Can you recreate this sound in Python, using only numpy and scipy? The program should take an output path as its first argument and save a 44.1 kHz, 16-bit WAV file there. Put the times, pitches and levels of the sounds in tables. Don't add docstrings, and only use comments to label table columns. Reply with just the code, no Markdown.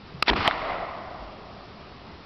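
import sys
import numpy as np
from scipy import signal
from scipy.io import wavfile
from scipy.ndimage import uniform_filter1d

SR = 44100
rng = np.random.default_rng(int(sys.argv[2]) if len(sys.argv) > 2 else 0)


def linear_from_db(decibels):
    return 10 ** (np.asarray(decibels, float) / 20)


def wav_out(sig):
    wavfile.write(sys.argv[1], SR, np.round(np.clip(np.atleast_2d(sig).T, -1, 1) * 32767).astype(np.int16))


N = 99225


def read(points, hz):
    point_hz, value = np.transpose(points)
    return np.interp(np.log(hz + 1), np.log(point_hz + 1), value)


def curve(points, t):
    start_s, level_db = np.transpose(points)
    return linear_from_db(np.interp(t, start_s, level_db, left=-120))


def bumps(table, hz):
    return sum(db / (1 + (2 * (hz - centre) / width) ** 2) for centre, width, db in table)


def add(mix, start_s, sound):
    part = mix[round(start_s * SR):][:len(sound)]
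    part += sound[:len(part)]


def noise(colour_db, patchy_db, flicker_db, size=512):
    frames = 4 * N // size + 5
    hz = np.fft.rfftfreq(size, 1 / SR)[:, None]
    real, imaginary, patches = rng.standard_normal((frames, len(hz), 3)).T
    patches = uniform_filter1d(patches, size=5, axis=0)
    patches = uniform_filter1d(patches, size=12, axis=1)
    flicker = uniform_filter1d(rng.standard_normal(frames), size=3)
    db = colour_db(hz, np.arange(frames) * size / 4 / SR)
    db = db + patchy_db * patches / patches.std() + flicker_db * flicker
    return (real + 1j * imaginary) * linear_from_db(db)


def sound_of(spectra, from_s, to_s):
    size = 2 * len(spectra) - 2
    x = signal.istft(spectra, nperseg=size, noverlap=size - size // 4)[1][:N]
    return x / x[int(from_s * SR):int(to_s * SR)].std()


def low_noise(from_hz, to_hz):
    band = signal.butter(2, [from_hz, to_hz], "band", fs=SR, output="sos")
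    low = signal.sosfilt(band, rng.standard_normal(N))
    return low / low.std()


# pitch_hz, level_db per Hz
AMBIENT_COLOUR = [(12, -41.5), (20, -14), (77, -5), (280, -12), (316, -16.5), (390, -10.5), (518, -16),
                  (1030, -16.5), (5600, -30), (7280, -68.5), (12300, -120)]
# pitch_hz, width_hz, level_db
HUM = [(75.1, 14, 3.5), (195.8, 8, 5), (330.5, 150, 3), (700, 250, 2), (1200, 300, 3), (1600, 400, -2)]


def air(t):
    def colour_db(hz, s):
        return read(AMBIENT_COLOUR, hz) + bumps(HUM, hz) + 0 * s

    wash = linear_from_db(-45.5) * sound_of(noise(colour_db, 1.2, .8, size=2048), 0, 2.2)
    rumble_hz, rumble_db, rumble_t60_s = 46, -42.5, 1.7
    rumble = low_noise(rumble_hz / 2, rumble_hz * 1.4)
    age = t - .2815
    return wash + (age > 0) * linear_from_db(rumble_db - 60 * age / rumble_t60_s) * rumble


# start_s, level_db
ECHO = [(.345, -54), (.362, -27), (.42, -28), (.47, -22), (.497, -31.5), (.6, -31.5), (.71, -29),
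        (.9, -35.5), (1.3, -44)]
# pitch_hz, level_db per Hz
ECHO_COLOUR = [(24, -28), (40, -9.5), (310, -5.5), (449, -9), (1240, 0.5), (1650, -9), (1950, -6),
               (3070, -11), (5600, -18.5), (7280, -73), (12300, -120)]
# pitch_hz, width_hz, level_db
TUNES = [(150.5, 280, -8), (667.8, 150, 10.5), (1044, 250, 1.5), (1600, 440, -2.5), (1980, 250, 5.5)]


def trees(t):
    air_db_per_s, air_power = -12.5, .8
    tune_rise_s, fade_db_per_s = .21, -15

    def colour_db(hz, s):
        age = np.clip(s - ECHO[2][0], 0, 1.2)
        air_loss = air_db_per_s * age * (hz / 1000) ** air_power
        return read(ECHO_COLOUR, hz) + air_loss + bumps(TUNES, hz) * np.minimum(age / tune_rise_s, 1)

    spectra = noise(colour_db, 0.49, 1.6)
    loudness = np.sqrt(uniform_filter1d((abs(spectra) ** 2).mean(0), size=60))
    level = curve(ECHO, t) * linear_from_db(fade_db_per_s * np.maximum(t - ECHO[-1][0], 0))
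    return level * sound_of(spectra / loudness, .4, 2.2)


def boom(t):
    rise_s, level_db, t60_s = .018, -24.5, .5
    age = np.maximum(t - .289, 0)
    return np.minimum(age / rise_s, 1) * linear_from_db(level_db - 60 * age / t60_s) * low_noise(70, 486)


# start_s, level_db
JET = [(.258, -47.5), (.27, -37), (.2805, -19.5), (.2815, -12), (.289, -19.5), (.297, -10.5),
       (.3025, -15.5), (.305, -36.5), (.33, -33.5)]
# start_s, level_db, t60_s
SLAP_HISS = [
    (0.3097, -27, 0.027),
    (0.3336, -19, 0.022),
]
# pitch_hz, level_db per Hz
JET_COLOUR = [(60, -24), (300, -13.5), (700, -5.5), (1100, -2.5), (2300, -2.5), (3400, -6.5), (4500, -12.5),
              (5600, -12), (7000, -22)]


def jet(t):
    level = curve(JET, t) * linear_from_db(-300 * np.maximum(t - JET[-1][0], 0))
    for start_s, level_db, t60_s in SLAP_HISS:
        level = level + (t > start_s) * linear_from_db(level_db - 60 * abs(t - start_s) / t60_s)

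    def colour_db(hz, s):
        darken_db = -120 * np.clip(s - .29, -.02, .03)
        return read(JET_COLOUR, hz) + darken_db * np.log2((hz + 300) / 1500)

    return level * sound_of(noise(colour_db, 2.5, 5.5, size=128), 0.24, 0.33)


def add_pulses(out, table):
    for start_s, level_db, pitch_hz, cycles in table:
        turn = np.arange(0, cycles, pitch_hz / SR)
        swell = np.sin(np.pi * (turn / cycles) ** .7)
        add(out, start_s, -linear_from_db(level_db) * swell * np.sin(2 * np.pi * turn))


# start_s, level_db, pitch_hz, cycles
PUSHES = [(.141, -34, 150, 3.5), (.17, -40, 140, 7.0), (.300, -24, 52, 3.0), (.3105, -17, 310, 3.0),
          (.385, -30, 92, 4.0), (.55, -43, 37, 13.0), (1.18, -39, 50, 7.0), (2.11, -45, 78, 8.0)]


def pushes():
    out = np.zeros(N)
    add_pulses(out, PUSHES)
    return out


# start_s, level_db, pitch_hz,
# cycles
KNOCKS = [(.2810, -12, 2350, 5.6), (.2945, -14.5, 944, 5.8), (.2990, -15, 3300, 7.8),
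          (.3102, -18, 1100, 2.3), (.3326, -13, 946, 1.26), (.3612, -21.5, 1200, 7.0),
          (0.4816, -13, 723, 3.7), (.486, -22, 700, 5.3), (.5108, -14, 1600, 2.5)]


def knocks():
    out = np.zeros(N)
    add_pulses(out, KNOCKS)
    return out


def ring(modes, pitch):
    t = np.arange(2000) / SR
    contact_s = .00022
    rings = sum(linear_from_db(db - 60 * t / t60) * np.sin(2 * np.pi * hz * pitch * t) for hz, db, t60 in modes)
    rings = rings * (1 - np.exp(-(t / contact_s) ** 2))
    return rings / abs(rings).max()


# pitch_hz, level_db, t60_s
TRUNK = [(300, -10, .007), (1050, -3, .01), (2100, 0, .006), (3100, -1, .008), (4700, -10, .003)]
# start_s, level_db, pitch_factor
CRACKS = [
    (.4769, -1.1, 1.0),
    (.4892, -24, 1.0),
    (.5109, -18, 1.15),
]


def trunk():
    out = np.zeros(N)
    for start_s, level_db, pitch in CRACKS:
        add(out, start_s, linear_from_db(level_db) * ring(TRUNK, pitch))
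    return out


# pitch_hz, level_db, t60_s
IGNITER = [(1360, -5, .015), (2900, -1, .009), (3750, -3, .005), (4400, -1, .006), (5000, -1, .005)]
# start_s, level_db
SNAPS = [
    (.2242, -15),
    (.2256, -2.6),
    (.2288, -20),
]
# start_s, level_db, length_s
SNAP_PUSH = (.2255, -17, .0012)


def igniter():
    out = np.zeros(N)
    for start_s, level_db in SNAPS:
        add(out, start_s, -linear_from_db(level_db) * ring(IGNITER, 0.91))
    start_s, level_db, length_s = SNAP_PUSH
    add(out, start_s, linear_from_db(level_db) * np.hanning(int(length_s * SR)))
    return out


def scene():
    t = np.arange(N) / SR
    loud = igniter() + trunk() + knocks() + pushes() + jet(t) + trees(t) + boom(t)
    power_db = 10 * np.log10(abs(uniform_filter1d(loud ** 2, size=200)) + 1e-12)
    duck_from_db, duck_share, recover_db_per_s = -36.5, .18, 122.5
    fall = t * recover_db_per_s
    held_db = np.maximum.accumulate(power_db + fall) - fall
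    over_db = np.maximum(held_db - duck_from_db, 0)
    duck = linear_from_db(duck_share * uniform_filter1d(over_db, size=200))
    return (loud + air(t) / duck)[None]


def roll_off(x):
    return signal.sosfilt(signal.butter(12, 16640, fs=SR, output="sos"), x)


def record(dry):
    ceiling = .707
    step = ceiling / 128
    anti_alias = signal.firwin(41, 6100, fs=SR)[None]
    low = signal.oaconvolve(dry, anti_alias, "same")[:, ::4]
    held = np.zeros_like(dry)
    held[:, ::4] = 4 * step * np.clip(np.round(low / step - .1), -128, 127)
    smoother = signal.firwin(129, 5500, window=("kaiser", 9), fs=SR)[None]
    smooth = signal.oaconvolve(held, smoother, "same")
    return roll_off(np.clip(smooth, -ceiling, ceiling))


dry = scene()
out = record(dry)
wav_out(out)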